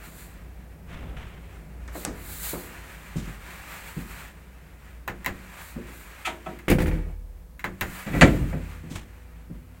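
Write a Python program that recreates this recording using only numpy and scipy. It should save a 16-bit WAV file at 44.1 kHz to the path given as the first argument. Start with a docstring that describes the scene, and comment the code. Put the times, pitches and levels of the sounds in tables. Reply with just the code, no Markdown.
"""A jacket rustles over low rumble and hum in an old wood-panelled lift cab; its wearer steps in.
A floor button is pressed, the swing door clacks on its closer, thuds shut and rebounds; a second press
follows, lock and brake let go with a bang, and the motor starts to hum.
Impacts are noise-excited panels, decaying sine modes and a cab tail; cloth, soles, shaft and air are
filtered noise; machine hums are wavering sines."""
import sys
import numpy as np
from scipy import signal
from scipy.fft import rfft, irfft
from scipy.io import wavfile

SR = 44100
rng = np.random.default_rng(int(sys.argv[2]) if len(sys.argv) > 2 else 0)


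def unload_wav(signal):
    """Save mono or channel-first audio to the path in sys.argv[1] as 16-bit WAV at rate SR, clipped to [-1, 1]."""
    wavfile.write(
        sys.argv[1],
        SR,
        np.round(np.clip(np.atleast_2d(signal).T, -1, 1) * 32767).astype(np.int16),
    )


N = 432180
TIME_S = np.arange(N) / SR
AGE_S = np.arange(65536) / SR  # time since a blow
HZ = np.fft.rfftfreq(8192, 1 / SR)  # filter grid
EDGE_HZ = 16200  # upper band limit


def amp(db):
    """Decibels to gain."""
    return 10 ** (np.asarray(db) / 20)


def evened(x):
    """Scales to an rms of one."""
    return x / np.sqrt(np.mean(x ** 2) + 1e-20)


def read(points, hz):
    """Interpolates a spectrum on a log-frequency axis."""
    point_hz, value = np.transpose(points)
    return np.interp(np.log(hz + 1), np.log(point_hz + 1), value)


def follow(rows):
    """Interpolates (time, level) rows at every sample."""
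    time_s, level_db = np.transpose(rows)
    return np.interp(TIME_S, time_s, level_db)


def add(mix, start_s, sound):
    """Mixes a sound in at its start time."""
    part = mix[round(start_s * SR):][:len(sound)]
    part += sound[:len(part)]


def colour(x, gain):
    """Causal minimum-phase filter with the given gain on the grid HZ."""
    log_gain = np.log(np.r_[gain, gain[-2:0:-1]] + 1e-6)
    response = np.exp(np.conj(signal.hilbert(log_gain)))
    taps = np.fft.ifft(response).real[:len(HZ)]
    return signal.oaconvolve(x, taps)[:len(x)]


def wander(per_s):
    """Random knots joined by straight lines, rms one."""
    knots = rng.standard_normal(2048)
    return evened(np.interp(TIME_S * per_s, np.arange(len(knots)), knots))


def hiss(spectrum):
    """Noise of rms one, shaped by a relative spectrum."""
    return evened(colour(rng.standard_normal(N), amp(read(spectrum, HZ))))


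def swells(rows):
    """Summed power of bell-shaped swells, each rising and falling around its middle."""
    power = np.zeros(N)
    for middle_s, half_s, db in rows:
        offset = (TIME_S - middle_s) / half_s
        power += amp(db) ** 2 * np.exp(-2 * np.minimum(offset ** 2, 20))
    return power


# cab reverberation: (frequency [Hz], t60 [s], build-up [s])
CAB_REVERB = [(44.6, 0.74, 0.021), (142, 0.92, 0.0091), (330, 0.85, 0.016), (755, 0.38, 0.0034),
              (2190, 0.31, 0.00084), (4960, 0.3, 0.0012), (13800, 0.27, 0.0012)]


def blows(rows, body, modes, panel_t60_ratio, tail_db, modes_db, crack_db, snap_db, bass_hz):
    """Each blow: a direct crack, a dense ring of panels, a few clear modes and the cab's tail."""
    centre_hz, t60_s, build_s = np.transpose(CAB_REVERB)[:, :, None]
    bins_hz = np.fft.rfftfreq(len(AGE_S), 1 / SR)
    bands = np.array([read(np.c_[centre_hz, one], bins_hz) for one in np.eye(len(CAB_REVERB))])
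    # the panels die in a fraction of the cab's t60
    panels = amp(-60 * AGE_S / (t60_s * panel_t60_ratio))
    tail = amp(tail_db) * amp(-60 * AGE_S / t60_s)
    decay = (panels + tail) * (1 - np.exp(-AGE_S / build_s))
    clear = sum(amp(db - 60 * AGE_S / life_s) * np.sin(2 * np.pi * hz * AGE_S)
                for hz, db, life_s in modes)
    bass = 1 / (1 + (HZ / bass_hz) ** 2)
    treble = 1 - 1 / (1 + (HZ / 2200) ** 2)
    # the crack has little bass; snap tilts its treble
    direct = amp(crack_db + snap_db * np.minimum(HZ / EDGE_HZ, 1)) * HZ / np.hypot(HZ, 600)
    body_gain = evened(amp(read(body, HZ)))
    out = np.zeros(N)
    for start_s, db, bass_db, treble_db, contact_s in rows:
        noise = irfft(bands * rfft(rng.choice([-1., 1.], len(AGE_S))))
        push = 1 - np.exp(-(AGE_S / max(contact_s, 1e-4)) ** 2)
        crack = colour(np.exp(-AGE_S / 0.001) * rng.choice([-1., 1.], len(AGE_S)), direct)
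        dense = colour(push * ((noise * decay).sum(0) + crack), body_gain)
        tone = amp(db + bass_db * bass + treble_db * treble)
        add(out, start_s, colour(dense + amp(modes_db) * push * clear, tone))
    return out


# steady air spectrum: (frequency [Hz], relative level [dB])
AIR_SPECTRUM = [(100, -54.5), (500, -69), (1000, -69), (2400, -83), (3500, -80), (6000, -81), (16000, -77)]
AIR_DB_RMS = -59


def air():
    """Steady background air as filtered noise."""
    return amp(AIR_DB_RMS) * hiss(AIR_SPECTRUM)


# shaft spectrum: (frequency [Hz], relative level [dB])
SHAFT_SPECTRUM = [(18, -43), (32, -14.5), (50, 10), (72, -9.5), (86, 5), (110, -13), (165, 0.5), (220, -11),
                  (700, -19), (3000, -51.5)]
# rumble level: (time [s], level [dB])
RUMBLE_LEVEL = [(0.0, -44.5), (0.6, -46.5), (1.7, -44.5), (6.5, -53)]
# cab heaves as weight shifts and the door settles: (middle [s], half length [s], level [dB])
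CAB_HEAVES = [(1.05, 0.15, -39), (3.22, 0.066, -53), (7.09, 0.039, -39)]


def shaft():
    """Low-frequency noise follows the rumble level and swells as the cab heaves."""
    power = amp(follow(RUMBLE_LEVEL)) ** 2 + swells(CAB_HEAVES)
    return hiss(SHAFT_SPECTRUM) * np.sqrt(power)


def hum(lines, waver_db, drift_hz):
    """Sines that waver in level and pitch."""
    out = np.zeros(N)
    for hz, db in lines:
        level = np.sqrt(2) * amp(db + waver_db * wander(4.9))
        drift_cycles = drift_hz * np.cumsum(wander(5.0)) / SR
        out += level * np.sin(2 * np.pi * (hz * TIME_S + drift_cycles))
    return out


# idle tones: (frequency [Hz], level before waver [dB rms])
IDLE_TONES = [(59.2, -49.5)]
# motor tones: (frequency [Hz], level before waver [dB rms])
MOTOR_TONES = [(57, -50), (96.9, -55), (161.5, -59), (246, -60), (492, -69.5)]
MOTOR_START_S, RUN_UP_S = 8.3, 0.17


def motor():
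    """The idle hum crossfades into the motor's tones at the start."""
    running = np.clip((TIME_S - MOTOR_START_S) / RUN_UP_S, 0, 1)
    idle = hum(IDLE_TONES, waver_db=4.0, drift_hz=0.58)
    driven = hum(MOTOR_TONES, waver_db=3.5, drift_hz=2.14)
    return (1 - running) * idle + running * driven


def walls(x, count=10):
    """First echoes from the close walls comb the spectrum."""
    taps = np.zeros(round(.03 * SR))
    delays = rng.integers(len(taps) // 10, len(taps), count)
    taps[delays] = amp(-19) * rng.choice([-1., 1.], count)
    taps[0] = 1
    return signal.oaconvolve(x, taps / np.linalg.norm(taps))[:N]


# cloth rub, shell swish and top-treble fizz spectra: (frequency [Hz], relative level [dB])
RUB_SPECTRUM = [(150, -14), (800, -1.5), (1600, 2.5), (2400, 0.5), (3300, -9.5), (5000, -16.5),
                (9000, -16.5), (16000, -71)]
SWISH_SPECTRUM = [(1000, -32), (3000, -6), (4200, 1), (5400, -9.5), (7500, 3), (10000, -2), (13000, 1.5),
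                  (16000, 0)]
FIZZ_SPECTRUM = [(6000, -25), (10000, -5), (13000, -3)]
# movement while stepping in, then with the door shut: (time [s], level [dB])
STEPPING_IN_MOVEMENT = [(0.0, -54.5), (0.88, -65.5), (1.37, -60.5), (1.89, -59), (2.06, -51.5), (2.55, -52),
                        (2.95, -48.5), (3.4, -50), (3.54, -46), (4.2, -48), (4.38, -59), (4.7, -62.5),
                        (4.87, -56), (5.1, -65.5), (5.45, -49.5), (5.6, -46.5), (5.75, -54), (6.21, -49),
                        (6.66, -58)]
SHUT_IN_MOVEMENT = [(6.95, -52), (7.2, -73.5), (7.61, -71), (7.84, -50.5), (8.18, -43), (8.6, -52),
                    (9.02, -59.5), (9.8, -64.5)]
# sleeve sweeps: (middle [s], half length [s], level [dB], fizz relative to sweep [dB])
SLEEVE_SWEEPS = [(0.17, 0.13, -48.5, -25), (2, 0.053, -42.5, -14), (2.435, 0.18, -37, -2.5),
                 (3.972, 0.26, -51.5, -24), (5.666, 0.073, -48, -15), (5.996, 0.092, -50, -16),
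                 (7.937, 0.14, -50.5, -18)]
BRISK_DB = -47  # movement at which the shell reaches SHELL_DB
SHELL_DB, SHELL_DB_PER_DB = -52.5, 1.33
RUB_DB, SLEEVE_RUB_DB, SHELL_FIZZ_DB = 2, -9.5, -12  # relative to movement, sweep, shell
GRAIN_DB, CATCH_DB = 0.57, 1.78  # rms fluctuation


def jacket():
    """Cloth and shell noise follow movement and sleeve sweeps; cloth catches, threads slip in fine grain."""
    movement_db = follow(np.vstack([STEPPING_IN_MOVEMENT, SHUT_IN_MOVEMENT]))
    sweeps = swells([(s, half_s, db) for s, half_s, db, _ in SLEEVE_SWEEPS])
    sweep_fizz = swells([(s, half_s, db + fizz_db) for s, half_s, db, fizz_db in SLEEVE_SWEEPS])
    # powers
    shell = amp(SHELL_DB + SHELL_DB_PER_DB * (movement_db - BRISK_DB)) ** 2
    rub = amp(movement_db + RUB_DB) ** 2 + amp(SLEEVE_RUB_DB) ** 2 * sweeps
    fizz = amp(SHELL_FIZZ_DB) ** 2 * shell + sweep_fizz
    cloth = np.sqrt(rub) * hiss(RUB_SPECTRUM)
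    swish = np.sqrt(shell + sweeps) * hiss(SWISH_SPECTRUM)
    top = np.sqrt(fizz) * hiss(FIZZ_SPECTRUM)
    grain = amp(GRAIN_DB * wander(120) + CATCH_DB * wander(18))
    return walls(grain * (cloth + swish + top))


# sole spectrum: (frequency [Hz], relative level [dB])
SOLE_SPECTRUM = [(100, 15.5), (400, -5), (1100, -1.5), (2300, -0.5), (3250, -4), (4600, -16), (7800, -18),
                 (10000, -27), (15000, -31)]
# sliding soles: (time [s], level [dB], rise [s], fade [dB/s], extra treble [dB])
SOLE_SCUFFS = [(0.868, -38.5, 0.055, 45, -1), (1.166, -42, .002, 54, -1), (3.156, -42, 0.021, 116, 19),
               (8.895, -42, 0.029, 130, 19), (8.953, -35.5, 0.0017, 270, 10)]


def scuffs(treble_hz=4500, grain_db=2, treble_fade_ratio=1.38):
    """A sole bites, then slides to a stop over the floor's grain; treble fades faster."""
    treble = 1 - 1 / (1 + (HZ / treble_hz) ** 4)
    low = colour(hiss(SOLE_SPECTRUM), 1 - treble)
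    high = colour(hiss(SOLE_SPECTRUM), treble)
    out = np.zeros(N)
    for start_s, db, rise_s, fade_db_per_s, treble_db in SOLE_SCUFFS:
        age_s = np.maximum(TIME_S - start_s, 0)
        fade_db = fade_db_per_s * age_s
        slide = low * amp(db - fade_db) + high * amp(db + treble_db - treble_fade_ratio * fade_db)
        out += np.minimum(age_s / rise_s, 1) * slide
    return out * amp(grain_db * wander(200))


# footfalls: (time [s], level [dB], extra bass [dB], contact [s])
FOOTFALLS = [(1.95, -19, -44, 0.0031), (2.07, -26, -16, 0.006), (2.533, -20, -27.5, 0.0013),
             (3.158, -31.5, 6, 0.0015), (3.263, -52.5, 24.5, 0.013), (3.965, -36.5, 8, 0.0027),
             (5.752, -23.5, -11, 0.015), (8.827, -38, 4.5, 0.014), (8.901, -36, -1, 0.0051),
             (9.499, -41.5, 6.5, 0.0021)]
# floor panels: (frequency [Hz], relative level [dB])
FLOOR_PANELS = [(25, -16), (50, -2.5), (100, 4.5), (170, 7.5), (300, 2), (520, -2.5), (800, -15),
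                (1800, -22.5), (16000, -81)]
# floor modes: (frequency [Hz], relative level [dB], t60 [s])
FLOOR_RING = [(50.25, -8, 1), (164.2, 3, 0.17), (234, -3, 0.22), (298.3, -0.5, 0.1), (351, -19, 0.61)]
# grit under a shoe: (time [s], level [dB], extra bass [dB], extra treble [dB], contact [s])
GRIT_TICKS = [(1.877, -24.5, -18, -27, 0.0016), (2.050, -39.5, 22.5, 5, 0.00017),
              (2.556, -30, 2, -34, 0.00025)]
# grit spectrum: (frequency [Hz], relative level [dB])
GRIT_SPECTRUM = [(100, -3.5), (1800, 7.5), (3200, -4.5), (8000, 1), (15000, -28)]


def shoes():
    """Shoes thump and scuff on the wooden floor; grit ticks under them."""
    footfalls = [(s, db, bass_db, 0, contact_s) for s, db, bass_db, contact_s in FOOTFALLS]
    steps = blows(footfalls, FLOOR_PANELS, FLOOR_RING, panel_t60_ratio=0.19, tail_db=-9.0,
                  modes_db=3, crack_db=-8, snap_db=0, bass_hz=224)
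    ticks = blows(GRIT_TICKS, GRIT_SPECTRUM, [], panel_t60_ratio=0.091, tail_db=-4.0,
                  modes_db=0, crack_db=9, snap_db=31.5, bass_hz=860)
    return steps + scuffs() + ticks


# button touches and snaps: (time [s], level [dB], extra bass [dB], extra treble [dB], contact [s])
BUTTON_CLICKS = [(5.0773, -23, -4, -9.5, 0.00047), (5.246, -33, -24, -4, 0.00025),
                 (5.261, -23, -0.5, -3, 0.00014), (6.588, -42, -29, -1, 0.001),
                 (7.593, -36.5, -47, -3.5, 0.00094), (7.6415, -20.5, -4.5, -11.5, 0.00086),
                 (7.810, -23, 2, 0.5, 0.00047)]
# button panels: (frequency [Hz], relative level [dB])
BUTTON_PANELS = [(70, 1), (350, -7), (1100, -6.5), (1900, 0.5), (2700, -10.5), (4000, -18.5), (5200, -22.5),
                 (7600, -20.5), (10000, -27), (14500, -19.5)]
# button modes: (frequency [Hz], relative level [dB], t60 [s])
BUTTON_RING = [(188, -10.5, 0.93), (352.6, -11.5, 0.46), (1020, -2, 0.1), (1480, -13, 0.07),
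               (2084, 2, 0.055), (2670, -4, 0.075), (3925, -7.5, 0.059), (6850, -20, 0.23)]


def buttons():
    """Buttons are touched and snap in and out as short, bright blows."""
    return blows(BUTTON_CLICKS, BUTTON_PANELS, BUTTON_RING, panel_t60_ratio=0.46, tail_db=-21.0,
                 modes_db=-3.5, crack_db=11.5, snap_db=9.0, bass_hz=452)


# closer clacks: (time [s], level [dB], extra bass [dB], extra treble [dB], contact [s])
CLOSER_CLACKS = [(6.246, -21, -33, 5.5, 0.011), (6.266, -25, -4.5, -4.5, 0.0054),
                 (6.459, -39.5, 15.5, -4, 0.0048)]
# closer panels: (frequency [Hz], relative level [dB])
CLOSER_PANELS = [(40, -28), (220, -5), (520, -8), (760, 0), (1100, -6), (2500, -6), (3500, -13),
                 (5000, -28.5), (7200, -23), (15000, -38)]
# closer modes: (frequency [Hz], relative level [dB], t60 [s])
CLOSER_RING = [(348, -11.5, 0.66), (639, -6.5, 0.32), (747, -1.5, 0.21), (947, -8, 0.3), (1306, 4, 0.15),
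               (2036, -8, 0.14), (2340, 0.5, 0.079), (2550, -1, 0.094), (2670, -6, 0.09), (3150, -12, 0.13),
               (3413, -7, 0.09)]


def closer():
    """The door closer clacks as struck, ringing metal and panels."""
    return blows(CLOSER_CLACKS, CLOSER_PANELS, CLOSER_RING, panel_t60_ratio=0.51, tail_db=-16.0,
                 modes_db=0, crack_db=-7, snap_db=6, bass_hz=800)


# latch, frame, leaf at first landing: (delay [s], level [dB], extra bass [dB], extra treble [dB],
# contact [s], loss [dB per rebound])
LANDING_PARTS = [(0, -17.5, -9.5, -1.5, 0.00015, 4.5), (0.0156, -21, 10.5, 6, 0.0023, 5.5),
                 (0.027, -14.5, 2.5, -4, .004, 11)]
DOOR_SHUT_S, REBOUND_GAP_S, REBOUND_GAP_RATIO = 6.6815, .1035, .72
REBOUND_TREBLE_DB, REBOUND_BASS_DB = -2.5, 2  # added per rebound


def landings(count=6):
    """The door's blows: after the first gap, rebounds come ever sooner, weaker and duller."""
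    rows, landing_s = [], DOOR_SHUT_S
    for k in range(count):
        for delay_s, db, bass_db, treble_db, contact_s, loss_db in LANDING_PARTS:
            rows.append((landing_s + delay_s, db - k * loss_db, bass_db + k * REBOUND_BASS_DB,
                         treble_db + k * REBOUND_TREBLE_DB, contact_s))
        landing_s += REBOUND_GAP_S * REBOUND_GAP_RATIO ** k
    return rows


# latch modes: (frequency [Hz], relative level [dB])
LATCH_RING = [(865, 2), (1717, -4), (1938, -3), (2260, 3), (2550, -9)]
LATCH_T60_S, CHATTER_PER_S = 0.045, 670
CHATTER_DB, CHATTER_RISE_S, CHATTER_FADE_DB_PER_S = -41.5, 0.027, 74


def chatter():
    """From the first rebound, random knocks ring the loose steel latch in its plate and die away."""
    age_s = TIME_S - DOOR_SHUT_S - REBOUND_GAP_S
    knocks = rng.choice([-1., 1.], N) * (rng.random(N) < CHATTER_PER_S / SR)
    fade_db = CHATTER_FADE_DB_PER_S * np.maximum(age_s - CHATTER_RISE_S, 0)
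    level = np.clip(age_s / CHATTER_RISE_S, 0, 1) * amp(CHATTER_DB - fade_db)
    ring = sum(amp(db - 60 * AGE_S / LATCH_T60_S) * np.sin(2 * np.pi * (hz * AGE_S + rng.random()))
               for hz, db in LATCH_RING)
    return level * evened(signal.oaconvolve(knocks, ring)[:N])


# door panels: (frequency [Hz], relative level [dB])
DOOR_PANELS = [(24, -18), (45, 8), (110, -6), (330, -5.5), (550, -9), (1000, -18.5), (2300, -12),
               (3500, -25.5), (5500, -32), (15000, -33.5)]
# door modes: (frequency [Hz], relative level [dB], t60 [s])
DOOR_RING = [(40.73, -5, 1.55), (48.7, -8, 0.84), (76, -11.5, 1.2), (161.3, 1, 0.35), (199, 3.5, 0.16),
             (311, -9, 0.1), (309.6, 2, 0.35), (341, 0.5, 0.25), (503, -5, 0.35)]
# steel bolt against its plate: (time [s], level [dB])
BOLT_HITS = [(6.701, -29.5), (6.820, -39.5), (6.870, -44)]
# bolt spectrum: (frequency [Hz], relative level [dB])
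BOLT_SPECTRUM = [(3000, -5), (5000, -10), (9000, -2.5), (13000, -3)]
# bolt modes: (frequency [Hz], relative level [dB], t60 [s])
BOLT_RING = [(493, -20, 2.3), (4650, -18, 0.16), (5930, -20, 0.13), (6800, -16, 0.1)]


def door():
    """The door lands, rebounds and comes to rest; its sprung bolt snaps home and the latch chatters."""
    leaf = blows(landings(), DOOR_PANELS, DOOR_RING, panel_t60_ratio=0.37, tail_db=-20.5,
                 modes_db=-6.5, crack_db=12, snap_db=-37, bass_hz=258)
    snaps = [(s, db, 0, 0, 0) for s, db in BOLT_HITS]
    bolt = blows(snaps, BOLT_SPECTRUM, BOLT_RING, panel_t60_ratio=0.63, tail_db=-26,
                 modes_db=6.5, crack_db=6, snap_db=7, bass_hz=260)
    return leaf + bolt + chatter()


# two pull-in thumps, two lock strikes, brake knock:
# (time [s], level [dB], extra bass [dB], extra treble [dB], contact [s])
LOCK_AND_BRAKE = [(8.056, -28.5, 8, 4, 0.019), (8.124, -17, 3.5, -4.5, 0.026),
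                  (8.2112, -15, -14, 6.5, 0.0005), (8.2145, -8, 1.5, 1.5, 0.0025),
                  (8.527, -28, 2, -29, 0.0011)]
# cab jolts after the bang: (time [s], level [dB], extra bass [dB])
CAB_JOLTS = [(8.267, -29, 17), (8.407, -39.5, 26)]
JOLT_TREBLE_DB, JOLT_CONTACT_S = -31, 0.0034
# lock panels: (frequency [Hz], relative level [dB])
LOCK_PANELS = [(24, -18), (50, -3), (105, -7.5), (150, 0), (380, -10), (680, -10), (1100, -17), (2000, -12),
               (4400, -31), (5600, -39), (7200, -29.5), (12000, -51.5)]
# lock modes: (frequency [Hz], relative level [dB], t60 [s])
LOCK_RING = [(49.2, -5.5, 1.3), (83.2, -13.5, 2.4), (151, 3, 0.18), (214, -3.5, 0.3), (253, -7.5, 0.53),
             (299, -10.5, 0.57), (350, -13.5, 0.3), (537.6, -4.5, 0.29), (644, -11, 0.18),
             (715, -8.5, 0.22), (1358, -11, 0.34), (1580, -7, 0.14), (1780, -21, 0.15), (1956, -1.5, 0.18),
             (2312, -0.5, 0.14), (2540, 1, 0.068), (4570, -12.5, 0.072)]


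def lock():
    """Lock and brake blows excite panels and modes; bass-heavy jolts shake the cab."""
    jolts = [(s, db, bass_db, JOLT_TREBLE_DB, JOLT_CONTACT_S) for s, db, bass_db in CAB_JOLTS]
    return blows(LOCK_AND_BRAKE + jolts, LOCK_PANELS, LOCK_RING, panel_t60_ratio=0.37, tail_db=-11.0,
                 modes_db=-4.5, crack_db=17.0, snap_db=0.5, bass_hz=217)


def scene():
    """Everything heard in the cab, in mono."""
    background = air() + shaft() + motor()
    person = jacket() + shoes() + buttons()
    return (background + person + closer() + door() + lock())[None]


def record(dry):
    """Rounds off the loudest peaks, then limits the band."""
    rounded = dry / (1 + (dry / .92) ** 6) ** (1 / 6)
    lowpass = signal.firwin(511, EDGE_HZ, window=("kaiser", 9), fs=SR)
    return signal.oaconvolve(rounded, lowpass[None], "same")


dry = scene()
out = record(dry)
unload_wav(out)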